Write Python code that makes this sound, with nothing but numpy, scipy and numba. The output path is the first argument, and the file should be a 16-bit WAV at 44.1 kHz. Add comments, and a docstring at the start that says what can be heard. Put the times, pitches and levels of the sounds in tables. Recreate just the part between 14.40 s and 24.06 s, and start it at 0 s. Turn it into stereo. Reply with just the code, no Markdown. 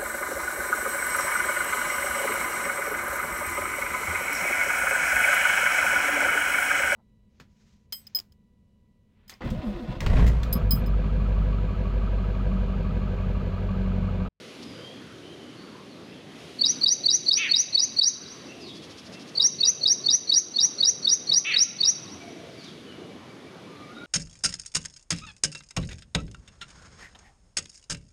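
"""Birdsong in a walled yard

A small bird repeats one quick phrase of gliding tones in two bursts: short notes, a trill, a rising
whistle. A second bird squawks twice, one side of its syrinx modulating the other. Others whistle, chip,
hoot and pipe far off, and a soft, even rasping fills the pause. The walls reflect these sounds over a
distant rumble and an airy hiss; an automatic gain control ducks under the song."""
import sys
import numpy as np
from scipy import signal
from scipy.fft import rfft, irfft
from scipy.io import wavfile
from scipy.ndimage import uniform_filter1d
from numba import njit

SR = 44100
rng = np.random.default_rng(int(sys.argv[2]) if len(sys.argv) > 2 else 0)


def wrap_up_sound(samples):
    """Save the sound to the file named by the first command line argument, as 16-bit audio."""
    columns = np.atleast_2d(samples).T
    # keep every value between -1 and 1, then stretch to whole-number steps
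    tamed = np.clip(columns, -1, 1)
    steps = np.round(tamed * 32767).astype(np.int16)
    wavfile.write(sys.argv[1], SR, steps)


N = 426006
T = np.arange(N) / SR


def singer(pitch_spread=.0067, level_spread_db=.97):
    """Self-sustained oscillation of the syrinx: one phrase repeats, varying a little in pitch and level."""
    # one phrase: start, peak, end t/s before stretching; start, peak, end f/Hz; level/dB; fullness; part
    notes = [(-.035, -.021, -.012, 4750, 4220, 4000, -11.5, .45, 0),
             (-.017, .002, .007, 4540, 4410, 4300, 2, .35, 0),
             (.011, .0255, .032, 3660, 3900, 4130, 0, .4, 1),
             (.030, .034, .038, 5300, 4900, 4400, -11, .8, 1),
             (.036, .040, .044, 5650, 4920, 4480, -4, .45, 1),
             (.042, .047, .0515, 5700, 4800, 4400, 0, .4, 1),
             (.048, .078, .097, 5680, 5880, 6640, -.5, .8, 2)]
    # phrase onsets: t/s, level/dB
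    phrases = [(2.22, -4.5), (2.443, 0), (2.667, .5), (2.8925, 2), (3.121, 1.5), (3.356, 0.5), (3.596, 3),
               (4.982, -1), (5.2142, -0.5), (5.4402, 2.5), (5.6691, 0.5), (5.902, 1.5), (6.1689, 0),
               (6.412, 0.5), (6.655, -1), (6.9, 1), (7.1463, 1.5), (7.414, -1)]
    # bursts of song: start t/s, time stretch, level/dB of parts 0-2 (opening, trill, whistle)
    bursts = [(2.1, 1.039, -7, -4, -7), (4.9, 1, -12, -6, -5)]
    out = np.zeros(N)
    for onset, phrase_db in phrases:
        _, stretch, *part_db = [burst for burst in bursts if burst[0] <= onset][-1]
        for start, peak, end, *hz, db, fullness, part in notes:
            pitches_hz = np.array(hz) * (1 + pitch_spread * rng.standard_normal(3))
            rise, fall = (peak - start) * stretch, (end - peak) * stretch
            note = whistle(rise, fall, pitches_hz, waver=.006, fullness=fullness)
            level_db = phrase_db + db + part_db[int(part)] + level_spread_db * rng.standard_normal()
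            add(out, onset + start * stretch, undb(level_db) * note)
    return out


def whistle(rise, fall, pitches_hz, waver, fullness):
    """A pure tone: its amplitude follows breath pressure while its pitch bends through three points."""
    knots = np.cumsum([0, max(rise, .0025), max(fall, .0025)])
    t = np.arange(int(knots[2] * SR)) / SR
    contour_hz = np.polyval(np.polyfit(knots, pitches_hz, 2), t)
    hz = contour_hz * (1 + waver * walk(len(t), 300))
    swell = np.abs(np.sin(np.interp(t, knots, [0, np.pi / 2, np.pi]))) ** (1 / fullness)
    return swell * np.sin(cycle(hz))


def squawker(flutter_ratio=.284, chop_depth=.64, swing_rad=.49):
    """Modulation: one side of the syrinx chops the other, and throat resonance favours the octave."""
    # squawks: t/s, length/s, top f/Hz, level/dB
    squawks = [(2.968, .14, 1342, -12.5), (7.045, .132, 1335, -13)]
    # vocal tract response: f/Hz, level/dB
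    throat = [(600, -37.5), (1300, -13.5), (1900, -2.5), (2600, 1.5), (3450, -5.5), (3850, -12.5),
              (5000, -42), (12000, -48)]
    arch_top, arch_width = .3, .46  # shares of the length
    out = np.zeros(N)
    for onset, length, top_hz, db in squawks:
        n = int(length * SR)
        progress = np.arange(n) / n
        arch = np.exp(-((progress - arch_top) / arch_width) ** 2)
        hz = top_hz * (.51 + .49 * arch)
        roughness = 1 - .88 * arch  # greatest at the low ends
        effort = np.sin(np.pi * progress ** .66)
        phase = cycle(hz * (1 + .07 * roughness * walk(n, 900)))
        flutter = cycle(hz * flutter_ratio * (1 + .13 * roughness * walk(n, 540)))
        phase += swing_rad * np.sin(flutter + 1.53)
        voice = undb(-8.5) * np.sin(phase) + np.sin(2 * phase) + np.sin(3 * phase)
        breath = 1.7 * roughness * rng.standard_normal(n)
        # strong and weak beats alternate, adding sidebands at half the spacing
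        chop = np.exp(chop_depth * (np.cos(flutter) - 1) + .21 * np.sin(flutter / 2))
        add(out, onset, undb(db) * effort * chop * (voice + breath))
    return colour(out, throat)


def far_birds(faint_db=-57, faint_count=90):
    """Frequency glides: soft whistles, chips and hoots from the trees, over a scatter of fainter chips."""
    # single whistles: t/s, length/s, f/Hz, glide to either side as a share of f, relative level/dB
    slurs = [(.221, 0.2, 4900, -.05, -46), (.353, 0.21, 3170, .06, -42), (0.804, .16, 3100, .05, -44.5),
             (0.982, 0.15, 3000, -.02, -48), (1.159, 0.11, 4470, 0.023, -46.5),
             (1.668, .066, 2620, 0.053, -45), (4.082, 0.064, 2726, .03, -38.5),
             (4.73, 0.048, 2665, 0.041, -41.5), (5.195, 0.083, 2626, .01, -38),
             (8.456, 0.094, 2933, -.03, -41), (9.544, 0.053, 3760, 0.012, -42)]
    # falling double chips, the second lower: t/s, gap/s, first f/Hz, relative level/dB
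    chips = [(1.489, .23, 4270, -47), (4.208, .055, 4650, -36), (8.171, .075, 4630, -40)]
    # two-note coos, the second higher and louder: t/s, gap/s, first f/Hz, relative level/dB
    coos = [(6.76, 0.25, 1146, -48.5), (9.28, .21, 1216, -42.5)]
    out = np.zeros(N)
    for onset, length, hz, glide, db in slurs:
        add(out, onset, undb(db) * slur(length, hz, glide, waver=.025))
    for onset, gap, hz, db in chips:
        add(out, onset, undb(db) * slur(.055, hz, glide=-.09, waver=.035))
        add(out, onset + gap, undb(db + 1.5) * slur(.055, hz * .78, glide=-.09, waver=.038))
    for onset, gap, hz, db in coos:
        add(out, onset, undb(db) * slur(.31, hz, glide=.0262, waver=.023))
        add(out, onset + gap, undb(db + 5) * slur(.31, hz * 1.19, glide=.0226, waver=.027))
    hoot = slur(length=.48, hz=679, glide=-.0767, waver=.044)
    add(out, 7.661, undb(-40.5) * hoot)
    for when, pitch, bend, size in rng.random((faint_count, 4)):
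        glide = .347 * (bend - .6)
        pitches_hz = 2200 * 2 ** (1.2 * pitch) * (1 + glide * np.array([-1, 0, 1]))
        chip = whistle(.061, .081, pitches_hz, waver=.043, fullness=1)
        add(out, when * N / SR, undb(faint_db) * (.5 + size) * chip)
    return out


def slur(length, hz, glide, waver):
    """A linear sweep: a soft note slides through its pitch, upward for a positive glide."""
    pitches_hz = hz * (1 + glide * np.array([-1, 0, 1]))
    return whistle(length / 2, length / 2, pitches_hz, waver, fullness=2.1)


def piping(start_s=7.78, gap_s=.18, hz=2330, count=12):
    """A periodic train of tone pulses: a far bird pipes one slightly falling note, stressing the start."""
    out = np.zeros(N)
    for k, chance in enumerate(rng.standard_normal(count)):
        note = whistle(.0263, .096, hz * np.array([1.03, 1, .96]), waver=.0059, fullness=1)
        add(out, start_s + k * gap_s, undb(-52 + 5 / (k + 1) + 2 * chance) * note)
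    return out


def rasps(start_s=4.192, gap_s=.0745, length_s=.05, swell_s=.28, held_db=-44.5, count=11):
    """Gated grainy noise: an even run of dry rasps swells and holds; lone rustles come from the scrub."""
    # rasp spectrum: f/Hz, level/dB
    spectrum = [(1500, -30), (3000, -5.5), (5200, -0.5), (6500, -8.5), (7500, -14), (10500, -24),
                (15000, -46)]
    # lone rustles: t/s, length/s, level/dB
    rustles = [(0.22, .025, -42.5), (8.167, .18, -52), (8.24, .011, -45)]
    grain = unit(colour(rng.standard_normal(N) * undb(1.4 * walk(N, 810)), spectrum))
    run = [(start_s + age, length_s, held_db - 6 * max(1 - age / swell_s, 0) + 1.3 * chance)
           for age, chance in zip(gap_s * np.arange(count), rng.standard_normal(count))]
    envelope = np.zeros(N)
    for onset, length, db in run + rustles:
        add(envelope, onset, undb(db) * np.sqrt(np.hanning(int(length * SR))))
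    return envelope * grain


def yard(x, scatter_db, scatter_t60, tail_db, tail_t60, spread=.15, direct=1):
    """Reverberation: wall echoes, quick ground scatter and a long, patchy tail from the surroundings."""
    # wall reflections: delay t/s, level/dB
    echoes = [(.0022, -18), (.0095, -22.5), (.017, -18.5), (.033, -21.5), (.142, -31), (.243, -33),
              (.425, -43.5)]
    t = np.arange(2 * SR) / SR
    scatter = undb(-60 * t / scatter_t60) * (t > .004)
    tail = undb(-60 * t / tail_t60 + 3 * walk(len(t), 65)) * np.minimum(t / .09, 1)
    diffuse = np.hypot(undb(scatter_db) * scatter / np.linalg.norm(scatter),
                       undb(tail_db) * tail / np.linalg.norm(tail))
    mid, side = diffuse * rng.standard_normal((2, len(t)))
    mid[0] += direct
    for delay, db in echoes:
        mid[int(delay * SR)] += undb(db)
    return np.array([signal.fftconvolve(x, mid + sign * spread * side)[:N] for sign in (1, -1)])


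def background(rumble_db=-42):
    """Broadband ambient noise: distant town rumble and airy hiss, partly coherent between the channels."""
    # rumble spectrum: f/Hz, level/dB
    rumble = [(15, -86), (25, -52.5), (48, -41.5), (61, -19.5), (78, -9.5), (165, -0.5), (357, -1.5),
              (630, -10), (943, -17), (1090, -14.5), (2000, -20), (2600, -31.5), (4400, -120)]
    # hiss spectrum: f/Hz, level/dB
    hiss = [(1200, -40), (2000, -0.5), (3300, 2), (4500, -3), (6400, -8.5), (7500, -11), (9700, -18.5),
            (11500, -18.5), (15500, -45)]
    # hiss envelope: t/s, level/dB
    air = [(0, -46), (.6, -50.5), (1.87, -52.5), (2, -47), (4.5, -50.5), (8.2, -50), (8.8, -53),
           (9.66, -52)]
    # stereo width: f/Hz, side level/dB relative to mid
    width = [(30, -15), (100, -24.5), (250, -23), (600, -9), (1500, -10.5), (4000, -18.5), (12000, -5)]
    hiss_gain = undb(np.interp(T, *np.transpose(air)))
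    mid, side = (undb(rumble_db) * wandering(rumble)
                 + hiss_gain * unit(colour(rng.standard_normal(N), hiss)) for _ in range(2))
    return mid + colour(side, width) * np.array([[1], [-1]])


def wandering(points):
    """Random amplitude modulation: each half-octave band of a coloured noise swells and sinks a little."""
    half_octaves = 2 * np.log2(np.maximum(np.fft.rfftfreq(N, 1 / SR), 1))
    spectrum = rfft(unit(colour(rng.standard_normal(N), points)))
    bands = (irfft(spectrum * np.maximum(1 - np.abs(half_octaves - k), 0), N) for k in range(8, 24))
    return sum(band * undb(3 * walk(N, 9)) for band in bands)


def undb(db):
    """Amplitude ratio of a level in decibels."""
    return 10 ** (np.asarray(db) / 20)


def add(track, onset, sound):
    """Superposition: a sound joins a track at an onset in seconds."""
    i = max(int(onset * SR), 0)
    track[i:i + len(sound)] += sound[:max(N - i, 0)]


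def colour(x, points):
    """Zero-phase filtering by a curve of (f/Hz, level/dB) points."""
    hz, db = np.transpose(points)
    f = np.maximum(np.fft.rfftfreq(len(x), 1 / SR), 1)
    return irfft(rfft(x) * undb(np.interp(np.log(f), np.log(hz), db)), len(x))


def unit(x):
    """Normalisation to rms 1."""
    return x / np.std(x)


def walk(n, rate_hz):
    """Low-pass noise: a smooth random fluctuation with a spread near 1."""
    hold = max(int(SR / rate_hz), 2)
    return uniform_filter1d(np.repeat(rng.standard_normal(n // hold + 1), hold), hold)[:n]


def cycle(hz):
    """Phase as the time integral of frequency."""
    return 2 * np.pi * np.cumsum(hz) / SR


@njit
def follow(x, attack, release):
    """Envelope detection: a one-pole smoother with separate rates up and down."""
    out, level = np.empty(len(x)), 0.
    for i in range(len(x)):
        level += (x[i] - level) * (attack if x[i] > level else release)
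        out[i] = level
    return out


def scene():
    """The direct-to-reverberant ratio falls with distance: far birds are heard mostly as scatter."""
    near = yard(singer() + rasps(), scatter_db=-13.5, scatter_t60=.27, tail_db=-23.5, tail_t60=1.25)
    harsh = yard(squawker(), scatter_db=-9.5, scatter_t60=.36, tail_db=-14, tail_t60=1.1)
    far_calls = (far_birds() + piping()) * undb(-2)
    far = yard(far_calls, scatter_db=-3, scatter_t60=.28, tail_db=-7, tail_t60=1.1, spread=.25, direct=.55)
    return near + harsh + far + background()


def record(dry, ceiling_db=-9, release_s=.3, sideband_hz=3905, cutoff_hz=15650):
    """Gain control holds the peaks; slight distortion adds sidebands and overtones; the top is cut."""
    # microphone's uneven treble response: f/Hz, level/dB
    microphone = [(6600, -3), (7500, -7.5), (8400, -5), (9800, 1), (11500, -4.5), (14000, 0.5), (15400, 3)]
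    peak = follow(np.abs(dry).max(axis=0), attack=5000 / SR, release=1 / (release_s * SR))
    # the gain glides over several milliseconds, so each note keeps its shape
    held = dry / uniform_filter1d(np.maximum(peak / undb(ceiling_db), 1), size=500)
    phase = 2 * np.pi * sideband_hz * T
    ripple = 1 + undb(-27) * np.sin(phase) + undb(-39) * np.sin(2 * phase)
    overtones = signal.sosfilt(signal.butter(1, 90, "high", fs=SR, output="sos"), held ** 2)
    distorted = held * ripple + undb(-31) * overtones
    lowpass = signal.ellip(8, .2, 70, cutoff_hz, fs=SR, output="sos")
    return signal.sosfilt(lowpass, [colour(channel, microphone) for channel in distorted])


dry = scene()
out = record(dry)
wrap_up_sound(out)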